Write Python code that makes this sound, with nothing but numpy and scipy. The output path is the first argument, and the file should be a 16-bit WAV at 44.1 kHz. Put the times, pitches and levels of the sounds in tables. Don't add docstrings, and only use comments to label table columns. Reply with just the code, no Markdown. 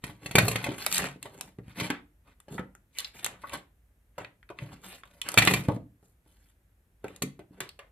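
import sys
import numpy as np
from scipy import signal
from scipy.fft import rfft, irfft, next_fast_len
from scipy.io import wavfile
from scipy.ndimage import uniform_filter1d

SR = 44100
rng = np.random.default_rng(int(sys.argv[2]) if len(sys.argv) > 2 else 0)


def unload_audio(sound):
    columns = np.transpose(np.atleast_2d(sound))
    steps = np.round(np.clip(columns, -1, 1) * 32767)
    wavfile.write(sys.argv[1], SR, steps.astype(np.int16))


N = 348831

# start_s, level_db, bass_weight_db, treble_brightness_db
KNOCK_EVENTS = [(0.039, -34.5, 4, -1.5), (0.26, -34.5, -1.5, -1.5), (0.311, -39, 5.5, 4),
                (0.354, -17.5, 5.5, 2.5), (0.383, -11, -0.5, -3), (0.481, -31, 10, 11.5),
                (0.514, -35, 4, 7), (0.557, -24, -1.5, -5.5), (0.641, -32.5, -2.5, 2),
                (1.799, -27.5, -17.5, -4.5), (5.375, -9.5, -9, -6), (5.384, -12, -1, -2),
                (5.421, -16, -11, -11.5), (5.4735, -11, -7.5, -10), (5.510, -25, -3, -7.5),
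                (5.537, -22, 1, 2), (7.221, -33.5, 5, 12)]
# frequency_hz, level_db_per_octave_band
KNOCK_BAND_LEVELS = [(30, -18.5), (125, -6), (290, -9.5), (450, -12.5), (840, -9.5), (1400, -8),
                     (2600, -2.5), (9200, -10), (14000, -10)]
# start_s, level_db, pitch_hz, softness_db_per_octave, thump_db
THUD_EVENTS = [(0.094, -55, 880, 10, 16.5), (0.432, -26.5, 269, 22.5, 1), (0.664, -30, 319, 4, -19),
               (0.686, -30, 314, 16, -3.5), (0.716, -33.5, 343, 10.5, -13.5), (1.16, -42, 235, 12, -11),
               (1.256, -44, 534, 4, -3.5), (1.587, -39.5, 250, 9, -1), (1.68, -41.5, 248, 35, -1),
               (1.82, -31, 280, 15, -2), (2.483, -47.5, 337.6, 5, -25), (2.526, -46.5, 310, 9, -12),
               (2.58, -32.5, 1516, 19, -22), (2.594, -32, 250, 6.5, -6), (3.436, -38, 1250, 21, -32.5),
               (3.533, -38, 420, 1, -28), (4.181, -40.5, 700, 4, -5.5), (4.502, -39.5, 419, 6.5, -9.5),
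               (4.621, -45.5, 257, 9, 7), (5.686, -17.5, 278, 10.5, -2), (5.688, -25, 770, 17.5, -13),
               (5.717, -33.5, 486, 14, -7.5), (5.764, -35, 240, 10, -7), (6.028, -61, 400, 11, -2),
               (6.262, -66.5, 271, 5.5, 4), (7.041, -50.5, 1490, 24, -6.5), (7.044, -31.5, 333, 7.5, -8.5),
               (7.235, -25.5, 261, 21, -17.5), (7.393, -45, 315, 5, -4.5), (7.508, -48, 260, 19, -7),
               (7.612, -44, 129.7, 23, -2)]
# start_s, level_db, body_hz, body_db, treble_brightness_db
CLACK_EVENTS = [(1.902, -30, 280, 4, -12.5), (7.604, -36.5, 386, 2, -0.5), (7.791, -47.5, 556, 2, -12)]
# start_s, level_db, pitch_hz, snap_db (relative to the ping)
TICK_EVENTS = [(0.864, -30.5, 1420, 6.5), (0.926, -37, 3020, 7), (0.945, -27, 4800, -2),
               (0.957, -37, 3710, 4), (0.977, -30.5, 3340, -22), (0.981, -37, 2120, 10.5),
               (1.042, -37, 1440, -8.5), (1.228, -41, 3040, -0.5), (1.41, -47, 1460, 11),
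               (2.402, -61.5, 1509, 5.5), (2.751, -59, 1505, 1), (2.986, -30.5, 4080, -3),
               (2.995, -30, 3930, -12), (3.003, -42.5, 3764, 2), (3.046, -31.5, 4100, -24),
               (3.245, -35, 3830, 8), (3.255, -38, 3670, -11), (3.263, -36, 1440, 3),
               (3.495, -47.5, 2970, -5.5), (4.247, -44.5, 2237, -23), (4.429, -58, 2000, -30),
               (4.491, -51.5, 2310, -18), (4.588, -44, 2250, -17), (5.035, -49, 1345, -27),
               (5.216, -34, 3170, -4), (5.288, -39.5, 1570, 9), (5.318, -45.5, 4197, 6.5),
               (5.342, -38.5, 1270, 4), (5.451, -33, 4056, 4), (7.082, -50, 2565, -10),
               (7.162, -57, 4200, 5), (7.691, -41, 4120, -10)]
# start_s, length_s, level_db, bass_weight_db, treble_brightness_db
STROKE_EVENTS = [(0.048, 0.09, -58.5, 1, -8.5), (0.233, 0.15, -57.5, 4, -6), (0.421, 0.1, -52, 12, 5.5),
                 (0.527, 0.21, -45.5, -6.5, -16), (0.79, 0.18, -48, -6, -3.5),
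                 (0.915, 0.056, -41.5, -17.5, 5), (0.995, 0.06, -38, -2, -12),
                 (1.238, 0.24, -65, 10.5, -3.5), (1.663, 0.15, -62.5, -8.5, -12.5),
                 (1.788, 0.061, -41.5, -0.5, -7.5), (2.275, 0.024, -66.5, -3, -18),
                 (2.521, 0.04, -65.5, 22, 5), (2.969, 0.095, -52.5, -19.5, -11.5),
                 (3.157, 0.12, -55.5, -8.5, -6.5), (3.227, 0.1, -49.5, -8.5, -48),
                 (3.415, 0.11, -62, -2, -7), (3.528, 0.015, -43, -4.5, -16),
                 (4.204, 0.011, -48, 0.5, -24.5), (4.599, 0.14, -59.5, 7, -12),
                 (4.842, 0.11, -56.5, -5, -4), (5.059, 0.13, -69.5, -1, -6), (5.262, 0.22, -48, -9, -14),
                 (5.423, 0.15, -46.5, 11, 0.5), (5.601, 0.14, -60.5, 6.5, -6),
                 (6.03, 0.078, -98.5, 24, 22.5), (6.27, 0.23, -80, -3.5, 1.5),
                 (7.057, 0.09, -64.5, 7.5, -12), (7.533, 0.043, -73.5, 12.5, -12.5)]
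# frequency_hz, level_db_per_band
STROKE_BAND_LEVELS = [(50, -10), (220, 0), (500, -2.5), (900, -1), (2100, 1.5), (4500, 3), (9200, 3),
                      (15000, 3)]
# frequency_hz, width_hz, relative_level_db
PLATE_RESONANCES = [(1895, 60, 1), (2064, 28, 3), (2170, 32, 5), (2355, 26, 7), (2482, 28, 4),
                    (2600, 45, 5), (3303, 25, 0), (4290, 300, 3)]
# frequency_hz, width_hz, relative_level_db
TABLE_RESONANCES = [(65, 32, 2.5), (116.7, 6.7, 15.5), (142, 13, 15), (184.8, 17, 15.5), (262, 70, 9),
                    (297.6, 16, 17.5)]
# frequency_hz, t60_s
WALL_DECAY = [(100, .37), (300, .33), (1000, .27), (3000, .25), (7000, .21), (14000, .17)]
# frequency_hz, correlation
STEREO_LIKENESS = [(120, .995), (300, .9), (700, .6), (1800, -.2), (10000, .5)]
# frequency_hz, relative_level_db_per_hz
AIR_SPECTRUM = [(20, -27.5), (52, 8), (141, -11), (1100, -29), (1680, -26.5), (4870, -40), (13200, -32.5),
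                (16000, -53.5)]
# frequency_hz, gain_db
PORT_RESPONSE = [(35, -17), (60, -4), (120, 1.5), (1200, -2.5), (2300, -0.5), (4300, -3), (5400, -7.5),
                 (7000, 0), (10000, -0.5), (14300, -1.5), (15700, -20.5)]
# frequency_hz, lead_rad
PORT_LEAD = [(1500, 0), (2070, .5), (2650, -.9), (4100, .3), (4800, 2.4), (11000, 6.3), (16000, 9.3)]

BAND_EDGES_HZ = 31.25 * 2 ** np.arange(0, 9.1, .5)
# centre_hz, filter sections
BANDS = [(np.sqrt(lo * hi), signal.butter(2, [lo, hi], "band", fs=SR, output="sos"))
         for lo, hi in zip(BAND_EDGES_HZ, BAND_EDGES_HZ[1:])]

PUSH_HZ, CRACK_HZ = 427, 4040
WEIGHT_HZ, BRIGHT_HZ = 780, 4300
THUD_RISE_DB = 9.5
THUMP_HZ, THUMP_RISE_DB, THUMP_FALL_DB = 122, 6, 10.5
CLACK_HZ, CLACK_RISE_DB, CLACK_FALL_DB = 1650, 4.5, 0.5
BODY_SLOPE_DB = 13
PING_WIDTH_HZ = 2100
SNAP_HZ, SNAP_RISE_DB, SNAP_FALL_DB = 8200, 6.5, 7.5
SWELL_DB_PER_S, SAG_DB_PER_S, RELEASE_DB_PER_S = 649.5, 9.5, 329.5
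PLATE_LEFT_S, PLATE_FADE_S, PLATE_SHARE = 2.27, 0.11, 0.52
MOVE_S = 0.08
AIR_DB = -64.5
TREBLE_STOP_HZ = 16900


def knock_colour(hz, level_db, weight_db, bright_db):
    return level_db + at_hz(KNOCK_BAND_LEVELS, hz) + touch(hz, weight_db, bright_db)


def thud_colour(hz, level_db, pitch_hz, softness_db, thump_db):
    note = hump(hz, pitch_hz, THUD_RISE_DB, softness_db)
    thump = thump_db + hump(hz, THUMP_HZ, THUMP_RISE_DB, THUMP_FALL_DB)
    return level_db + np.maximum(note, thump)


def clack_colour(hz, level_db, body_hz, body_db, bright_db):
    clack = hump(hz, CLACK_HZ, CLACK_RISE_DB, CLACK_FALL_DB) + touch(hz, 0, bright_db)
    body = body_db + hump(hz, body_hz, BODY_SLOPE_DB, BODY_SLOPE_DB)
    return level_db + np.maximum(clack, body)


def tick_colour(hz, level_db, pitch_hz, snap_db):
    detuning = (hz ** 2 - pitch_hz ** 2) / (hz * PING_WIDTH_HZ)
    ping = -20 * np.log10(1 + detuning ** 2)
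    snap = snap_db + hump(hz, SNAP_HZ, SNAP_RISE_DB, SNAP_FALL_DB)
    return level_db + np.maximum(ping, snap)


def blows(rows, colour, crack_s, contact_s, ring_db, ring_s, spot_db, size=8192):
    rows = np.array(rows)
    t = np.arange(size) / SR
    hz = np.maximum(np.arange(size // 2 + 1), 1) * SR / size
    chance = rng.standard_normal((len(rows), 3, size))
    spikes = chance[:, 0] * np.sqrt(abs(chance[:, 1]))
    decay = np.exp(-t / contact_s) + from_db(ring_db) * np.exp(-t / ring_s)
    chatter = even(spikes * decay * (1 - np.exp(-2 * t / contact_s)))
    crack = even(chance[:, 1] * np.exp(-t / crack_s) * (1 - np.exp(-t / crack_s)))
    low = 1 / (1 + (hz / PUSH_HZ) ** 4)
    high = 1 / (1 + (CRACK_HZ / hz) ** 4)
    force = np.sqrt(low) + np.sqrt(1 - low) * (np.sqrt(1 - high) * chatter + np.sqrt(high) * crack)
    level_db = colour(hz, *rows.T[1:, :, None])
    level_db += 10 * np.log10(.01 * SR ** 2 / (2 * np.log(2) * np.maximum(hz, 50)))
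    spots = [np.interp(2 * np.cbrt(hz), np.arange(size), own) for own in chance[:, 2]]
    level_db += spot_db * np.array(spots)
    tail_fade = np.minimum(1, 2 * (1 - t / t[-1])) ** 8
    sound = irfft(causal(level_db) * force) * tail_fade
    out = np.zeros(N + size)
    for start_s, one in zip(rows[:, 0], sound):
        start = max(0, int(start_s * SR))
        out[start:start + size] += one
    return out[:N]


def strokes_db(t, hz):
    start, length, level_db, weight_db, bright_db = np.transpose(STROKE_EVENTS)[..., None]
    early = np.maximum(start - t, 0)
    held = np.clip(t - start, 0, length)
    late = np.maximum(t - start - length, 0)
    envelope_db = -SWELL_DB_PER_S * early - SAG_DB_PER_S * held - RELEASE_DB_PER_S * late
    gains = from_db(level_db + envelope_db + touch(hz, weight_db, bright_db))
    return at_hz(STROKE_BAND_LEVELS, hz) + 10 * np.log10(np.sum(gains ** 2, axis=0) + 1e-20)


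def sliding(catches_per_s, catch_db, spread_db, judder_db, judder_rate, wander_db):
    t = np.arange(N) / SR
    coarse_t = t[::128]
    at = np.flatnonzero(rng.random(N) < catches_per_s / SR)
    sizes = from_db(spread_db * np.minimum(rng.exponential(1, N), 2))[at]
    hiss = rng.standard_normal((2, N)) * from_db(judder_db * drift(judder_rate))
    colours = rng.standard_normal((N // 20, len(BANDS)))[:len(at)]
    out = 0
    for k, (hz, band) in enumerate(BANDS):
        catches = np.zeros(N)
        catches[at] = sizes * colours[:, k]
        rough = hiss[k % 2] + from_db(catch_db) * rms_one(catches)
        grain = rms_one(signal.sosfilt(band, rough))
        level_db = np.interp(t, coarse_t, strokes_db(coarse_t, hz))
        out = out + from_db(level_db + wander_db * drift(30)) * grain / np.sqrt(2)
    return out


def resonate(x, modes):
    size = next_fast_len(N + SR // 2)
    hz = np.arange(size // 2 + 1) * SR / size + 1e-3
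    response = 1
    for mode_hz, width_hz, db in modes:
        response = response + from_db(db) / (1 + 1j * (hz ** 2 - mode_hz ** 2) / (hz * width_hz))
    span = int(np.median(np.array(modes)[:, 0]) / 2 * size / SR)
    regional_power = uniform_filter1d(uniform_filter1d(abs(response) ** 2, span), span)
    return irfft(rfft(x, size) * response / np.sqrt(regional_power), size)[:N]


def room(x, early_db, early_s, late_db, bass_cut_hz, count=7):
    t = np.arange(SR // 3) / SR
    noises = [np.array([stereo_noise(len(t)) for place in range(count)]) for _ in range(2)]
    near = from_db(early_db) * rms_one(np.exp(-t / early_s))
    echoes = 0
    for k, (hz, band) in enumerate(BANDS):
        walls = rms_one(from_db(-60 * t / at_hz(WALL_DECAY, hz)) * (1 - np.exp(-t / 0.003)))
        small_things = hz / np.hypot(hz, 700)
        shape = np.hypot(small_things * near, from_db(late_db) * walls)
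        shape = shape * hz / np.hypot(hz, bass_cut_hz)
        dull = 1 / np.hypot(1, hz / 6000)
        echoes = echoes + dull * signal.sosfilt(band, noises[k % 2] * shape)
    hop = int(MOVE_S * SR)
    size = next_fast_len(2 * hop + len(t))
    places = rfft(echoes / np.sqrt(len(t)), size)
    fade = signal.windows.cosine(2 * hop)
    padded = np.pad(x, (hop, 2 * hop))
    out = np.zeros((2, N + hop + size))
    for k, start in enumerate(range(0, N + hop, hop)):
        segment = rfft(padded[start:start + 2 * hop] * fade, size)
        out[:, start:start + size] += irfft(segment * places[k % count], size)
    return out[:, hop:hop + N]


def air():
    spectrum = rfft(stereo_noise(N))
    hz = np.arange(spectrum.shape[1]) * SR / N
    shaped = irfft(spectrum * from_db(at_hz(AIR_SPECTRUM, hz)), N)
    return from_db(AIR_DB) * rms_one(shaped)


def ports(x):
    size = next_fast_len(N + SR // 10)
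    hz = np.arange(size // 2 + 1) * SR / size
    lead_rad = np.interp(hz, *np.transpose(PORT_LEAD))
    response = from_db(at_hz(PORT_RESPONSE, hz)) * np.exp(.5j * lead_rad * [[1], [-1]])
    return irfft(rfft(x, size) * response, size)[:, :N]


def touch(hz, weight_db, bright_db):
    return weight_db / (1 + (hz / WEIGHT_HZ) ** 2) + bright_db / (1 + (BRIGHT_HZ / hz) ** 3)


def hump(hz, centre_hz, rise_db, fall_db):
    octaves = np.log2(hz / centre_hz)
    return np.where(octaves < 0, rise_db, -fall_db) * octaves


def even(force):
    spectrum = rfft(force)
    return spectrum / np.sqrt(uniform_filter1d(abs(spectrum) ** 2, size=160))


def causal(gain_db):
    cepstrum = irfft(np.log(from_db(gain_db)))
    half = cepstrum.shape[-1] // 2
    cepstrum[:, 1:half] *= 2
    cepstrum[:, half + 1:] = 0
    return np.exp(rfft(cepstrum))


def stereo_noise(size):
    mid, side = rfft(rng.standard_normal((2, size)))
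    alike = np.clip(at_hz(STEREO_LIKENESS, np.arange(len(mid)) * SR / size), 0, .999)
    spectrum = np.sqrt(1 + alike) * mid + np.sqrt(1 - alike) * side * [[1], [-1]]
    return irfft(spectrum, size) / np.sqrt(2)


def drift(rate):
    knots = rng.standard_normal(N // 8)
    return rms_one(np.interp(np.arange(N) * rate / SR, np.arange(len(knots)), knots))


def at_hz(points, hz):
    f, value = np.transpose(points)
    return np.interp(np.log(np.maximum(hz, 1)), np.log(f), value)


def rms_one(x):
    return x / np.sqrt(np.mean(x ** 2, axis=-1, keepdims=True) + 1e-30)


def from_db(db):
    return 10 ** (np.asarray(db) / 20)


def scene():
    knocks = blows(KNOCK_EVENTS, knock_colour,
                   crack_s=0.0036, contact_s=0.002, ring_db=-30, ring_s=0.02, spot_db=1.5)
    thuds = blows(THUD_EVENTS, thud_colour,
                  crack_s=0.0037, contact_s=0.0027, ring_db=-9, ring_s=0.017, spot_db=4.0)
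    clacks = blows(CLACK_EVENTS, clack_colour,
                   crack_s=0.0019, contact_s=0.0026, ring_db=-17.5, ring_s=0.037, spot_db=0.1)
    ticks = blows(TICK_EVENTS, tick_colour,
                  crack_s=0.0004, contact_s=0.0003, ring_db=-26, ring_s=0.007, spot_db=2.2)
    slide = sliding(catches_per_s=150, catch_db=-1.5, spread_db=4.0,
                    judder_db=3.0, judder_rate=90, wander_db=2.45)
    leaving_s = [PLATE_LEFT_S, PLATE_LEFT_S + PLATE_FADE_S]
    on_plate = np.interp(np.arange(N) / SR, leaving_s, [PLATE_SHARE, 0])
    plate = resonate(knocks + on_plate * slide, PLATE_RESONANCES)
    heavy = resonate(plate + thuds + clacks + (1 - on_plate) * slide, TABLE_RESONANCES)
    heavy_echo = room(heavy, early_db=0.5, early_s=0.0062, late_db=-6.5, bass_cut_hz=100)
    tick_echo = room(ticks, early_db=2.0, early_s=.0028, late_db=-5.5, bass_cut_hz=160)
    return ports(heavy + ticks + heavy_echo + tick_echo) + air()


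def record(dry):
    rounded = 0.84 * np.tanh(dry / 0.85)
    low_pass = signal.cheby2(14, 70, TREBLE_STOP_HZ, fs=SR, output="sos")
    return signal.sosfilt(low_pass, rounded)


dry = scene()
out = record(dry)
unload_audio(out)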